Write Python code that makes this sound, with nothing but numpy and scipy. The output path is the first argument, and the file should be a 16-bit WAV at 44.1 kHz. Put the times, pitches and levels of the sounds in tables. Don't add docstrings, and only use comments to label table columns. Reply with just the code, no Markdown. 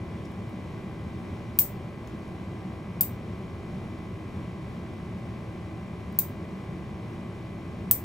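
import sys
import numpy as np
from scipy import signal
from scipy.fft import rfft, irfft, next_fast_len
from scipy.io import wavfile

SR = 44100
rng = np.random.default_rng(int(sys.argv[2]) if len(sys.argv) > 2 else 0)


def unload_wav(signal):
    wavfile.write(
        sys.argv[1],
        SR,
        np.round(np.clip(np.atleast_2d(signal).T, -1, 1) * 32767).astype(np.int16),
    )


N = 354563


def cuts():
    # start in seconds, level in dB, dull part, steel ring, nail crunch and lever ping in dB,
    # microphone resonance in Hz, overload thump in dB, thump low cut in Hz, room in dB.
    snips = [(1.5885, -.5, -1, 1, 3, 0, 15000, -12.5, 2000, -19.5),
             (3.0088, -1.5, -3, 3.5, 9, 0, 14500, -23, 2800, -25),
             (6.1882, -2, -2, 2, 9, 9, 14850, -29, 2200, -26),
             (7.9113, 3, -2, 2.5, 1, 0, 14600, -14.5, 400, -25.5)]
    jaws_meet_s, thump_hz = .00095, 5000
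    break_db, splinter_db = -8, -17
    out, gap = np.zeros((2, N)), round(jaws_meet_s * SR)
    pulse_phase = 2 * np.pi * thump_hz * np.arange(256) / SR
    pulse = pulse_phase * np.exp(1 - pulse_phase)
    for start_s, db, dull_db, ring_db, crunch_db, ping_db, mic_hz, thump_db, low_cut_hz, room_db in snips:
        direct = cut_ring(dull_db - 6, ring_db - 2.5, crunch_db, ping_db=0, mic_db=3, mic_hz=mic_hz - 400)
        direct *= from_db(db - .5)
        reflected = from_db(db) * cut_ring(dull_db, ring_db, crunch_db, ping_db, mic_db=6.5, mic_hz=mic_hz)
        thump = signal.lfilter(*signal.butter(2, low_cut_hz, "high", fs=SR), pulse)
        splinters = from_db(splinter_db) * np.linspace(.3, 1, gap) * rng.standard_normal(gap)
        force = np.append(splinters, 1)
        force[0] = from_db(break_db)
        add(out, np.convolve(force, direct)[None], start_s)
        add(out, signal.fftconvolve(echoes(), np.convolve(force, reflected)[None]), start_s)
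        add(out, signal.fftconvolve(room(room_db), reflected[None]), start_s + jaws_meet_s)
        add(out, -from_db(thump_db) * thump[None], start_s + jaws_meet_s)
    return out


def cut_ring(dull_db, ring_db, crunch_db, ping_db, mic_db, mic_hz):
    # frequency in Hz, relative level in dB.
    colour = [(600, -54), (1500, -42), (2200, -32), (3500, -30), (5000, -26), (6200, -22), (7000, -20.5),
              (8200, -15.5), (9500, -19), (11000, -18), (12800, -7), (14400, -2), (15400, -3), (16500, -15),
              (20000, -45)]
    # centre in Hz, width in Hz.
    steel_modes = [(7400, 200), (8250, 500)]
    nail_modes = [(2800, 300), (3750, 300), (4750, 300)]
    lever_mode = (6450, 200)
    dull_below_hz, mic_width_hz = 5850, 1200
    hz = np.fft.rfftfreq(1024, 1 / SR)
    dull = dull_db / (1 + (hz / dull_below_hz) ** 4)
    ring = ring_db * sum(bump(hz, *mode) for mode in steel_modes)
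    crunch = crunch_db * sum(bump(hz, *mode) for mode in nail_modes)
    ping = ping_db * bump(hz, *lever_mode)
    bright = mic_db * bump(hz, mic_hz, mic_width_hz)
    return causal_response(at_hz(colour, hz) + dull + ring + crunch + ping + bright)


def ticks():
    # start in seconds, level in dB, favoured frequency in Hz.
    touches = [(.2525, -44, 5500), (.257, -46, 5300), (.3185, -50, 11200), (.364, -62, 10500),
               (.493, -50, 13800), (1.5787, -44, 13800), (1.905, -62, 11000), (2.0745, -40, 7000),
               (2.0785, -55, 12000), (2.279, -48, 8800), (2.318, -59, 14500), (2.518, -58, 5500),
               (6.1265, -44.5, 15500)]
    modes_hz = [5500, 6500, 10300, 12300, 14600]
    ring_t60_s, mode_db_per_octave = .004, -26
    crack_t60_s, crack_db = .003, -14
    out, t = np.zeros((2, N)), np.arange(1024) / SR
    modes = np.sin(2 * np.pi * np.outer(modes_hz, t))
    path = room(room_db=-29)
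    path[:, 0] = 1
    for start_s, db, favoured_hz in touches:
        crack = from_db(crack_db) * rng.standard_normal(len(t)) * dying(t, crack_t60_s)
        octaves_off = np.abs(np.log2(np.array(modes_hz) / favoured_hz))
        ring = from_db(mode_db_per_octave * octaves_off) @ modes * dying(t, ring_t60_s)
        add(out, from_db(db) * signal.fftconvolve(path, (ring + crack)[None]), start_s)
    return out


def echoes():
    # delay in ms, left level in dB, right level in dB.
    taps = [(1.7, -14, -14), (3.4, -9, -14), (5.0, -10, -9.5), (7.5, -12, -15.5), (14.3, -15, -15)]
    scatter_db, low_cut_hz = 1, 2200
    paths = np.zeros((2, 1024))
    for delay_ms, left_db, right_db in taps:
        gains = from_db([left_db, right_db] + scatter_db * rng.standard_normal(2))
        paths[:, round(delay_ms * SR / 1000)] += gains
    return signal.lfilter(*signal.butter(1, low_cut_hz, "high", fs=SR), paths)


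def room(room_db, size=16384):
    # frequency in Hz, late T60 in seconds.
    late_t60 = [(2000, 0.2), (5000, 0.24), (9000, 0.21), (15000, 0.175)]
    rise_s, early_t60_s, late_db = .0026, .031, -4.5
    t = np.arange(size) / SR
    white, late = rng.standard_normal((2, size)), np.zeros((2, size))
    edges_hz = 1000 * 2 ** np.arange(0, 4.3, .5)
    for k, (low_hz, high_hz) in enumerate(zip(edges_hz, edges_hz[1:])):
        band = signal.sosfilt(signal.butter(2, [low_hz, high_hz], "band", fs=SR, output="sos"), white)
        t60_s = at_hz(late_t60, np.sqrt(low_hz * high_hz))
        late += band * dying(t, t60_s) * (-1) ** k
    early = rng.standard_normal((2, size)) * dying(t, early_t60_s)
    return from_db(room_db) * (early + from_db(late_db) * late) * (1 - np.exp(-t / rise_s))


def at_microphones(sound):
    # frequency in Hz, left minus right in dB.
    balance = [(2000, 0), (5000, 1.5), (11000, 2), (15000, 2.7)]
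    # frequency in Hz, left lag in radians.
    lag = [(7000, 0), (10500, .35), (15000, 1)]
    size = next_fast_len(N)
    hz = np.fft.rfftfreq(size, 1 / SR)
    left = from_db(at_hz(balance, hz) / 2) * np.exp(-.5j * at_hz(lag, hz))
    return irfft(rfft(sound, size) * [left, 1 / left], size)[:, :N]


def air():
    # frequency in Hz, relative noise density in dB.
    spectrum = [(20, -13), (38, -23.5), (74, -2.5), (134, -5.5), (187, -.5), (300, -8), (485, -18),
                (873, -23), (1400, -30.5), (2300, -32), (4000, -40), (5200, -45.5), (9000, -52),
                (16000, -59.5)]
    # centre in Hz, width in Hz, gain in dB.
    room_modes = [(93, 9.9, 3), (111.3, 15, 6), (165, 7.8, 0.5), (181.2, 6.1, 4.5), (296.4, 110, -7),
                  (320.6, 15, 10.5), (345, 35, 2.5), (365, 40, 3.5), (395, 24, 3), (588, 34.5, 4.5),
                  (764, 15, 5.5), (1282, 42, 3.5)]
    whine = [(5600, 250, 3), (11000, 300, 4)]
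    # frequency in Hz, left-right coherence from 0 to 1.
    coherence = [(25, 0.9), (40, 0.6), (60, 0.97), (130, 0.99), (290, 0.95), (640, 0.8), (1400, 0.56),
                 (3100, 0.4), (6800, 1), (15000, 0.1)]
    # frequency in Hz, left minus right in dB.
    balance = [(700, 0.2), (1300, 1), (2400, 1), (5000, 2), (8000, 2.5)]
    # frequency in Hz, left lead in radians.
    left_lead = [(300, 0), (1200, 0.47), (5000, 0.36), (7000, 0)]
    level_db, swell_db, swell_knots_per_s = -36.5, .55, 6.6
    size = next_fast_len(N)
    hz = np.fft.rfftfreq(size, 1 / SR)
    modes_db = sum(db * bump(hz, centre_hz, width_hz) for centre_hz, width_hz, db in room_modes + whine)
    mid, side = rfft(rng.standard_normal((2, size))) * from_db(at_hz(spectrum, hz) + modes_db) * (hz > 15)
    alike = at_hz(coherence, hz)
    mid *= np.sqrt(1 + alike)
    side *= np.sqrt(1 - alike)
    left = from_db(at_hz(balance, hz) / 2) * np.exp(.5j * at_hz(left_lead, hz))
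    noise = irfft([(mid + side) * left, (mid - side) / left], size)[:, :N]
    knots = rng.standard_normal(200)
    swell = np.interp(np.arange(N) / SR * swell_knots_per_s, np.arange(len(knots)), knots)
    return from_db(level_db + swell_db * swell) * noise / noise.std()


def motor():
    # multiple of the turning rate, rms level in dB before panning.
    harmonics = [(11, -62), (13, -69), (14, -67), (16, -72), (17, -61), (18, -60), (19, -62), (20, -66),
                 (26, -73), (27, -70), (28, -73), (32, -75), (33, -76), (34, -63), (35, -75), (37, -69),
                 (38, -73), (39, -71), (40, -74), (41, -68), (43, -79), (52, -79), (53, -79), (54, -83),
                 (94, -81), (106, -90)]
    # frequency in Hz, left minus right in dB.
    balance = [(2200, 0.5), (2300, 6)]
    turn_hz, left_lead_rad, slip_rad = 59.185, .5, 1.4
    hum_hz, hum_db = 120, -55
    t, out = np.arange(N) / SR, np.zeros((2, N))
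    tones = [(k * turn_hz, db, left_lead_rad) for k, db in harmonics] + [(hum_hz, hum_db, 0)]
    phases_rad = np.cumsum(rng.normal(0, slip_rad, len(tones)))
    for (hz, db, lead_rad), phase_rad in zip(tones, phases_rad):
        pan_db = at_hz(balance, hz)
        amplitude = np.sqrt(2) * from_db([[db + pan_db / 2], [db - pan_db / 2]])
        out += amplitude * np.sin(2 * np.pi * hz * t + phase_rad + [[lead_rad], [0]])
    return out


def from_db(db):
    return 10 ** (np.asarray(db) / 20)


def at_hz(points, hz):
    points_hz, values = np.array(points).T
    return np.interp(np.log(np.maximum(hz, 1)), np.log(points_hz), values)


def bump(hz, centre_hz, width_hz):
    return 1 / (1 + (2 * (hz - centre_hz) / width_hz) ** 2)


def dying(t, t60_s):
    return from_db(-60 * t / t60_s)


def causal_response(level_db):
    cepstrum = irfft(np.log(from_db(level_db)))
    cepstrum[1:len(cepstrum) // 2] *= 2
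    cepstrum[len(cepstrum) // 2 + 1:] = 0
    response = irfft(np.exp(rfft(cepstrum)))
    return response / np.abs(response).max()


def add(out, sound, start_s):
    at = round(start_s * SR)
    out[:, at:at + sound.shape[1]] += sound[:, :N - at]


def scene():
    return at_microphones(cuts() + ticks()) + air() + motor()


def record(dry):
    stopband_hz = 16000
    low_pass = signal.cheby2(24, 60, stopband_hz, fs=SR, output="sos")
    return np.clip(signal.sosfilt(low_pass, dry), -1, 1)


dry = scene()
out = record(dry)
unload_wav(out)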